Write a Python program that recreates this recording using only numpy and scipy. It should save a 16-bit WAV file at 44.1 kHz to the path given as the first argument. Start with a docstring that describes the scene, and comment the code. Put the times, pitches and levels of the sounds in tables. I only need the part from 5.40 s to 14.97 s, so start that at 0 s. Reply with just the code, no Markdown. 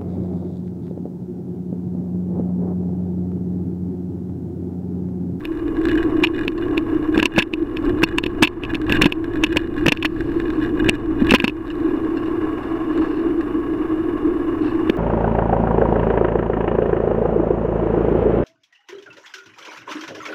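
"""A bicycle ride, heard by a microphone in a loose plastic case on the handlebar.
From the start it rolls over brick pavers: shaped noise makes mount hum, tyre roar and rumble, louder on rough stretches.
Up to about 6 s, joints thud through the fork and the case chatters and knocks on its mount in decaying modes.
Smooth asphalt from 6.7 s brings less chatter, with grit, sandy patches and a few taps; a last jolt and knock come near 9.5 s.
Gain control ducks the sound after sharp knocks; the highest peaks clip."""
import sys
import numpy as np
from scipy import signal
from scipy.fft import rfft, irfft
from scipy.io import wavfile
from scipy.ndimage import uniform_filter1d

SR = 44100
rng = np.random.default_rng(int(sys.argv[2]) if len(sys.argv) > 2 else 0)


def inscribe(sig):
    """Save sig as 16-bit PCM at rate SR to the path in sys.argv[1].

    A 1-D sig is mono; a 2-D sig holds one channel per row.
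    Samples are clipped to [-1, 1] before scaling.
    """
    pcm = np.round(np.clip(np.atleast_2d(sig).T, -1, 1) * 32767)
    wavfile.write(sys.argv[1], SR, pcm.astype(np.int16))


N = 422037
TIME_S = np.arange(N) / SR

# All table levels are relative: each source adds its own trim.
# ride apart from bumps: (time [s], mount hum [dB], tyre roar [dB], rumble [dB])
RIDE_LEVELS = [(0, -26.5, -47, -37.5), (.3, -18, -40, -30.5), (.8, -14.5, -36, -30),
               (1.15, -20, -41.5, -31.5), (1.35, -16.5, -36, -30.5), (2.3, -20, -40, -33),
               (2.9, -17.5, -36.5, -25), (3.2, -19.5, -35, -27), (4, -17, -38.5, -28),
               (4.7, -19, -39.5, -27), (5.2, -18, -38.5, -31.5), (5.7, -15, -35.5, -24.5),
               (6.25, -23.5, -41, -33), (6.5, -15.5, -36.5, -33), (7.25, -22.5, -34.5, -35.5),
               (7.6, -18, -34, -36), (8.5, -18.5, -37, -34.5), (9.57, -17, -34.5, -32)]
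# rough paving: (start [s], length [s], roughness [dB])
ROUGH_STRETCHES = [(.44, 0.21, -7), (.76, 0.11, -12), (.96, 0.076, -3.5), (1.23, 0.049, -13),
                   (1.755, .11, 2), (1.945, 0.071, 11.5), (2.47, 0.044, -2.5), (2.61, 0.16, -10.5),
                   (3.24, 0.11, -2), (3.49, 0.19, 6), (3.95, 0.31, -7.5), (4.35, 0.25, -7),
                   (4.79, 0.028, -4.5), (4.97, 0.19, -22), (5.22, 0.052, -5.5), (5.4, 0.16, 0),
                   (5.81, 0.21, -2), (9.48, 0.012, -12)]
# brief swells and dips of the mount's hum and the rumble: (centre [s], level change [dB])
HUM_SWELLS = [(2.22, 5), (2.5, 4.5), (3.6, 3), (4.82, 2), (6.5, -0.5), (6.76, -3), (7.05, 2.5), (7.6, 4.5),
              (7.88, 2), (8.88, 3), (9.5, -2)]
# sandy patches: (start [s], length [s], level [dB])
SAND_PATCHES = [(4.35, 0.92, -54), (6.76, 0.14, -54), (7.2, 0.17, -59), (7.52, .3, -50), (9.22, 0.095, -45)]
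# grit breaking under the tyre: (time [s], level [dB])
GRIT_TIMES = [(1.178, -40.5), (6.278, -50), (6.302, -37.5), (6.771, -38), (6.8578, -47), (7.231, -43),
              (8.0088, -41.5), (9.3338, -44)]
# wheel drops into a joint: (time [s], thud [dB], handlebar lurch [dB])
JOINT_DROPS = [(1.759, -25.5, -17), (1.79, -22, -16), (1.98, -7, 2), (2.631, -16, -7.5), (3.025, -1, 3.5),
               (3.499, -21, -15), (3.615, -12, -7.5), (3.635, -13.5, -5), (3.656, -10, 1),
               (4.036, -24, -14), (4.161, -19.5, -18), (4.461, -16.5, -26), (4.48, -9, 1), (4.521, -15, -8),
               (4.648, -15, -13.5), (5.489, -21, -23), (5.82, -28, -3), (5.918, -9, 0), (5.938, -1.5, 9),
               (6.041, -14, -1.5), (9.496, -29, -7.5)]
# lone light taps of the case: (time [s], level [dB])
LIGHT_TAPS = [(0.3685, -33.5), (0.4541, -20.5), (0.4862, -22.5), (0.5151, -22), (0.5541, -26),
              (2.6212, -21), (2.6877, -23), (3.3371, -21), (3.416, -24), (3.548, -14), (4.1277, -19),
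              (3.843, -23.5), (3.957, -24.5), (4.8069, -21), (4.9187, -32), (5.0005, -24), (5.1033, -26),
              (5.2378, -29), (5.5526, -22), (5.869, -20), (6.0219, -18), (7.5765, -31), (8.01, -33)]
# case knocks on the mount: (time [s], knock [dB], mount swing [dB], blows in a row [count])
CASE_KNOCKS = [(0.0527, -22.5, -21, 1), (0.4937, -26.5, -10, 1), (0.837, -7.5, -30, 5),
               (0.871, -18, -10, 1), (1.08, -16, -8, 1), (1.3783, -14, -10, 1), (1.7776, -15.5, -1.5, 1),
               (1.7999, -15, -8, 1), (1.8286, -4.5, -1.5, 1), (1.8564, -2.5, -2.5, 2),
               (1.9625, -13, -16, 1), (1.986, -2, -8, 5), (2.023, -9, -11, 2), (2.1371, -13, -7, 1),
               (2.37, -21, -16, 1), (2.636, -2, -3, 2), (2.7844, -5, -8, 1), (2.8384, -11.5, -3, 1),
               (2.8635, -10.5, -3, 1), (3.0252, -3, 3, 2), (3.0326, 2.5, -4, 8), (3.074, -8, -9, 2),
               (3.2366, -14.5, -5, 1), (3.2507, -20, -25, 1), (3.3468, -18, -16, 1), (3.3522, -12, -6, 1),
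               (3.4956, -14.5, -16, 1), (3.523, -5.5, -4, 1), (3.57, -16.5, -16, 1),
               (3.6191, -0.5, -4.5, 3), (3.6435, -4.5, -11, 1), (3.6578, -2.5, 6, 3), (3.723, -9, -6.5, 1),
               (4.0384, -8.5, -4, 3), (4.0652, -21, -25, 2), (4.1698, -7, -6.5, 2), (4.4652, -10, -0.5, 1),
               (4.4837, -4, -14, 4), (4.5214, -1.5, -4, 2), (4.5727, -20, -19, 1), (4.626, -11, -8, 2),
               (4.6525, -7, -10, 3), (5.4894, -9.5, -14, 1), (5.4946, -4, -3, 1), (5.8953, -20.5, -15, 2),
               (5.9086, -6, -22, 2), (5.9236, -7, -13, 1), (5.943, -8, 2, 1), (5.948, -0.5, -9, 5),
               (6.0013, -6.5, -6, 1), (6.0423, -6.5, -13, 3), (6.0792, -6, -5.5, 1), (6.096, -18, -11, 1),
               (9.4985, -18, 0.5, 1)]

# microphone hiss: (frequency [Hz], density [dB per Hz])
HISS_SPECTRUM = [(1000, 10.5), (6000, -4.5), (9000, -2.5), (14500, -2.5), (15400, -14), (16500, -21.5)]
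# rumble through the frame: (frequency [Hz], density [dB per Hz])
RUMBLE_SPECTRUM = [(10, -4.5), (27, -4), (45, -4.5), (70, -9.5), (115, -6.5), (160, -17), (230, -13),
                   (400, -34), (1200, -76)]
# tyre roar inside the case: (frequency [Hz], density [dB per Hz])
ROAR_SPECTRUM = [(120, -19.5), (200, 3.5), (430, 12.5), (530, -4), (660, 3.5), (920, 0), (1250, -2),
                 (1450, -4.5), (1800, -9.5), (2200, -12), (3000, -18), (3200, -41), (4200, -32.5),
                 (6500, -39)]
# case resonances colouring the roar: (frequency [Hz], full width at half the dB lift [Hz], lift [dB])
CASE_RESONANCES = [(1093.5, 140, 11.5), (1671, 140, 10.5), (2847, 120, 10.5), (3516, 370, 19.5),
                   (5300, 100, 8.5), (7700, 410, 6.5)]
# mount resonances: (frequency [Hz], half width [Hz], level [dB])
MOUNT_RESONANCES = [(304, 17, -4), (320.2, 33.5, 13), (457, 21, -9.5), (310, 180, -21)]
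# joint thud through the frame: (frequency [Hz], density [dB per Hz])
THUD_SPECTRUM = [(40, -5.5), (130, -16), (240, 10), (330, -1), (480, 8.5), (620, -8), (800, -8.5),
                 (1050, -9), (1350, -11.5), (1650, 0.5), (2300, -16), (5000, -39.5)]
# modes of breaking grit: (frequency [Hz], level [dB], t60 [s])
GRIT_RING = [(1130, 3.5, 0.033), (1670, 16, 0.018), (2750, 7.5, 0.031), (3660, -2, 0.026),
             (4220, -4, 0.033), (4900, -7, 0.0061), (5300, -6.5, .018), (6400, -12.5, .008),
             (7700, -12.5, 0.017)]
# modes of light chatter, before the extra damping of a click: (frequency [Hz], level [dB], t60 [s])
CHATTER_RING = [(1647, 6.5, 0.022), (1910, -9.5, 0.029), (2240, -13, 0.011), (2473, -13, 0.059),
                (2874, -14, 0.083), (3540, -14.5, 0.028), (3910, -8.5, 0.008), (5400, -20, 0.0074),
                (7100, -26.5, .01), (7750, -20.5, 0.0073), (8700, -33, .008), (11500, -22.5, 0.0076),
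                (13700, -29.5, .011)]
# modes of a knock: (frequency [Hz], level [dB], t60 [s])
KNOCK_RING = [(998, -10, 0.028), (1705, -8, 0.016), (2174, -7, 0.0053), (2437, -1, 0.012),
              (2635, 6.5, 0.011), (2830, 2, 0.011), (3580, -9.5, 0.0062), (3570, -8, 0.013),
              (4345, -20, 0.027), (5360, -25.5, 0.024), (5620, -34.5, 0.0057), (6300, -30, 0.012),
              (7020, -21, 0.005), (7700, -37.5, 0.015), (9200, -27.5, 0.008), (11000, -29, 0.011),
              (13100, -23, 0.0085)]

SWING_HZ = 314.4  # swing of the mount
BAND_LIMIT_HZ = 15900
EDGE_S = 0.056  # ramp onto or off a stretch; shorter stretches stay below full level
SWELL_S = 0.051  # from the centre of a swell or dip to 1/e of its level change
HUM_LIFT, ROAR_LIFT, RUMBLE_LIFT = 0.21, .6, 0.75  # added share of gain at a roughness of 0 dB
JOINTED_DB, ASPHALT_DB, ASPHALT_FROM_S = -22, -33.5, 6.7  # base roughness before and on smooth asphalt
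DUST_DB = -74.5  # thin sand everywhere, before the sand trim


def gain_of(db):
    """Decibels to gain."""
    return 10 ** (np.asarray(db) / 20)


def evened(x):
    """Scaled to rms 1."""
    return x / np.sqrt(np.mean(x ** 2) + 1e-20)


def curve(rows, column):
    """One column of a time table, at every sample."""
    rows = np.array(rows)
    return np.interp(TIME_S, rows[:, 0], rows[:, column])


def read(points, hz):
    """A spectrum, joined by lines on a log-frequency axis."""
    point_hz, db = np.transpose(points)
    return np.interp(np.log(hz + 1), np.log(point_hz + 1), db)


def add(mix, time_s, sound):
    """Mixes a sound in at the given time."""
    part = mix[max(round(time_s * SR), 0):][:len(sound)]
    part += sound[:len(part)]


def noise(db_at, size=N):
    """Noise of rms 1 whose spectrum is the function db_at(Hz)."""
    spectrum = rfft(rng.standard_normal(size))
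    shape = gain_of(db_at(np.fft.rfftfreq(size, 1 / SR)))
    return evened(irfft(spectrum * shape, size))


def wander(hz):
    """Slow random drift of rms 1, falling off above the given rate."""
    return noise(lambda f: -20 * np.log10(1 + (f / hz) ** 4))


def steadied(x, window_s):
    """Evens out swells longer than the window and keeps the quick beating."""
    size = int(window_s * SR)
    power = uniform_filter1d(uniform_filter1d(x ** 2, size), size)
    return x / np.sqrt(abs(power) + 1e-9)


def stretches(rows):
    """Gain over time as the tyre runs onto each stretch, crosses it and leaves it."""
    total = 0
    for start_s, length_s, db in rows:
        inside_s = np.minimum(TIME_S - start_s, start_s + length_s - TIME_S)
        total = total + gain_of(db) * np.clip(.5 + inside_s / EDGE_S, 0, 1)
    return total


def shaken(lift, settle_s=0.017):
    """Gain raised by rough paving, smoothed because the frame takes a moment to settle."""
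    return 1 + lift * uniform_filter1d(stretches(ROUGH_STRETCHES), int(settle_s * SR))


def swelling_db():
    """Level change over time: the brief swells and dips of hum and rumble, summed."""
    return sum(db * np.exp(-((TIME_S - centre_s) / SWELL_S) ** 2) for centre_s, db in HUM_SWELLS)


def ring(modes, scatter_db, detune, rise_s, fuzz_db, size=1400):
    """One strike: modes decay at their own rates over a brief noise fuzz, standing for many weak modes."""
    hz, db, t60_s = np.transpose(modes)[:, :, None]
    t = np.arange(size) / SR
    louder, higher, phase = rng.standard_normal((3, len(hz), 1))  # each strike made here lands elsewhere
    share = gain_of(db + scatter_db * louder)
    # scatter shares the strength out differently but keeps its total
    share = share * np.linalg.norm(gain_of(db)) / np.linalg.norm(share)
    decay = np.exp(-np.log(1000) * t / t60_s)
    tones = share * decay * np.sin(2 * np.pi * (hz * (1 + detune * higher) * t + phase))
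    dull_noise = signal.lfilter([1], [1, -.7], rng.standard_normal(size))
    fuzz = gain_of(fuzz_db) * dull_noise * np.exp(-t / .003)
    return (tones.sum(0) + fuzz) * (1 - np.exp(-t / rise_s))


def patter(strike, per_s, spread_db, count=80):
    """Strikes at random moments, of uneven strength, drawn from a stock, at an even mean level."""
    kinds, out = [strike() for _ in range(count)], np.zeros(N)
    for place, chance, kind in rng.random((int(per_s * N / SR), 3)):
        strength = gain_of(-spread_db * np.log(chance + 0.088))
        add(out, place * N / SR, strength * kinds[int(kind * count)])
    return steadied(out, window_s=0.12)


def hiss(level_db=-61):
    """Steady microphone hiss: shaped noise."""
    return gain_of(level_db) * noise(lambda f: read(HISS_SPECTRUM, f))


def rumble(trim_db=0):
    """Slow shaking of the frame and air buffeting the case."""
    shake = steadied(noise(lambda f: read(RUMBLE_SPECTRUM, f)), window_s=0.042)
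    level_db = curve(RIDE_LEVELS, 3) + swelling_db() + trim_db
    return shake * gain_of(level_db) * shaken(RUMBLE_LIFT)


def tyres(trim_db=2.5, lumpy_db=2.0):
    """Tread on pavement: an uneven roar, coloured by the hollow case."""
    def response_db(f):
        lift_db = sum(db / (1 + (2 * (f - hz) / width) ** 2) for hz, width, db in CASE_RESONANCES)
        return read(ROAR_SPECTRUM, f) + lift_db - 20 * np.log10(1 + (f / 9000) ** 4)
    roar = noise(response_db)
    level_db = curve(RIDE_LEVELS, 2) + trim_db + lumpy_db * wander(hz=44.8)
    return roar * gain_of(level_db) * shaken(ROAR_LIFT)


def hum(trim_db=-2.5):
    """The road's grain shakes the springy mount, which rings at its own pitch."""
    def response_db(f):
        power = sum(gain_of(db) ** 2 / (1 + ((f - hz) / width) ** 2) ** 2
                    for hz, width, db in MOUNT_RESONANCES)
        low_cut = f ** 4 / (f ** 4 + 230 ** 4)
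        return 10 * np.log10(power * low_cut + 1e-14)
    level_db = curve(RIDE_LEVELS, 1) + swelling_db() + trim_db
    return steadied(noise(response_db), window_s=0.28) * gain_of(level_db) * shaken(HUM_LIFT)


def snap():
    """One grain breaking under the tyre: a short ring of the grit modes."""
    return ring(GRIT_RING, scatter_db=3.0, detune=0.046, rise_s=0.00074, fuzz_db=-20.5)


def sand(trim_db=2):
    """Many tiny grains crunch under the tread."""
    crunch = patter(snap, per_s=1300, spread_db=5.0, count=160)
    return crunch * (stretches(SAND_PATCHES) + gain_of(DUST_DB)) * gain_of(trim_db)


def grit(trim_db=-1, crumble_s=0.009, fade_db=5, count=3):
    """A larger grain breaks under the tyre in a few snaps, each given a lower level."""
    out = np.zeros(N)
    for time_s, db in GRIT_TIMES:
        for k in range(count):
            later_s = crumble_s * rng.random() * k
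            add(out, time_s + later_s, gain_of(db + trim_db - fade_db * k) * snap())
    return out


def jolts(thud_trim_db=7, lurch_trim_db=0, rise_s=0.0022, lurch_s=0.0032, lurch_hz=225, size=3000):
    """Joints in the paving send a dull thud up the fork, and the handlebar lurches for a few swings."""
    out, t = np.zeros(N), np.arange(size) / SR
    thud_shape = t / rise_s * np.exp(1 - t / rise_s)
    lurch_shape = t / lurch_s * np.exp(1 - t / lurch_s)
    for time_s, thud_db, lurch_db in JOINT_DROPS:
        shake = steadied(noise(lambda f: read(THUD_SPECTRUM, f), size=size), window_s=0.0058)
        lurch = np.sin(2 * np.pi * lurch_hz * (1 + 0.16 * rng.standard_normal()) * t)
        add(out, time_s - .001, gain_of(thud_db + thud_trim_db) * shake * thud_shape)
        add(out, time_s - .001, gain_of(lurch_db + lurch_trim_db) * lurch * lurch_shape)
    return out


def tap():
    """One soft touch of the case on the mount: slow onset."""
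    return ring(CHATTER_RING, scatter_db=2.0, detune=0.012, rise_s=0.0028, fuzz_db=-29.5)


def click(damp_s=0.016):
    """One crisp touch of the case, damped as it stays against the mount."""
    sound = ring(CHATTER_RING, scatter_db=2.5, detune=.007, rise_s=0.00012, fuzz_db=-25)
    return sound * np.exp(-np.arange(len(sound)) / SR / damp_s)


def chatter(pat_db=-30, click_db=-36, click_power=0.65, clicks_per_s=70, clump_db=2,
            tap_trim_db=-1, bounce_s=0.0042, bounce_db=-10, swing_db=8, swing_s=0.0064, count=2):
    """The loose case patters and clicks with roughness; lone taps ride a swell of the mount's hum."""
    base_db = np.where(TIME_S < ASPHALT_FROM_S, JOINTED_DB, ASPHALT_DB)
    roughness = stretches(ROUGH_STRETCHES) + gain_of(base_db)
    pats = gain_of(pat_db) * roughness * patter(tap, per_s=170, spread_db=11.5)
    # power below 1: even slight shaking clicks
    clicks = gain_of(click_db) * roughness ** click_power * patter(click, clicks_per_s, spread_db=4.5)
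    out = (pats + clicks) * gain_of(clump_db * wander(hz=22))  # touches come in clumps
    t = np.arange(-1100, 1100) / SR
    swing = np.exp(-(t / swing_s) ** 2) * np.cos(2 * np.pi * SWING_HZ * t)
    for time_s, db in LIGHT_TAPS:
        add(out, time_s + t[0], gain_of(db + swing_db) * swing)
        for k in range(count):
            later_s = k * bounce_s * (.5 + rng.random())
            add(out, time_s + later_s, gain_of(db + tap_trim_db + bounce_db * k) * click())
    return out


def knocks(knock_trim_db=0, swing_trim_db=-1, fade_db=1.5, build_s=0.0017, settle_s=0.0051,
           graze_db=-19, graze_rise_db=9, bounce_db=-14, bounce_fade_db=5):
    """The mount swings wide; the case strikes near each crest: two grazes, the blows, three soft bounces."""
    out = np.zeros(N)
    t = np.arange(-600, 1800) / SR
    for time_s, db, wide_db, strikes in CASE_KNOCKS:
        count = max(round(strikes), 1)
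        after_s = np.maximum(t - (count - 1) / SWING_HZ, 0)  # settles after the last blow
        width = np.where(t < 0, np.exp(-(t / build_s) ** 2), np.exp(-after_s / settle_s))
        swing = width * np.cos(2 * np.pi * SWING_HZ * t)
        add(out, time_s + t[0], gain_of(wide_db + swing_trim_db) * swing)
        for k in range(-2, count + 3):
            if k < 0:
                soft_db = graze_db + graze_rise_db * (k + 1)
            elif k >= count:
                soft_db = bounce_db - bounce_fade_db * (k - count)
            else:
                soft_db = 0
            # blows keep time with the swing; grazes and bounces stray
            stray_swings = .25 if soft_db else .04
            offset_s = (k + stray_swings * rng.standard_normal()) / SWING_HZ
            blow = ring(KNOCK_RING, scatter_db=3.14, detune=0.0063, rise_s=0.00015, fuzz_db=-31)
            add(out, time_s + offset_s, gain_of(db + knock_trim_db - fade_db * k + soft_db) * blow)
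    return out


def scene():
    """All sources summed at the microphone, as one channel."""
    road = hiss() + rumble() + tyres() + hum() + sand() + grit()
    return (road + jolts() + chatter() + knocks())[None]


def record(dry, threshold_db=-14, sensed_fall_db_per_s=50, share=0.43, ceiling=0.63,
           attack_s=0.0064, sense_hz=900):
    """Gain control turns down after sharp knocks and creeps back; peaks clip flat; then the band limit."""
    treble = signal.butter(2, sense_hz, "high", fs=SR, output="sos")
    peak_db = 20 * np.log10(abs(signal.sosfilt(treble, dry[0])) + 1e-9)
    fall_db = TIME_S * sensed_fall_db_per_s
    held_db = np.maximum.accumulate(peak_db + fall_db) - fall_db
    over_db = np.maximum(held_db - threshold_db, 0)
    lag = np.exp(-1 / (attack_s * SR))
    cut_db = share * signal.lfilter([1 - lag], [1, -lag], over_db)  # only a share of the excess is cut
    ducked = dry / gain_of(cut_db)
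    clipped = ducked / (1 + (ducked / ceiling) ** 12) ** (1 / 12)
    low_pass = signal.firwin(255, BAND_LIMIT_HZ, window=("kaiser", 9), fs=SR)
    return signal.oaconvolve(clipped, low_pass[None], "same")


dry = scene()
out = record(dry)
inscribe(out)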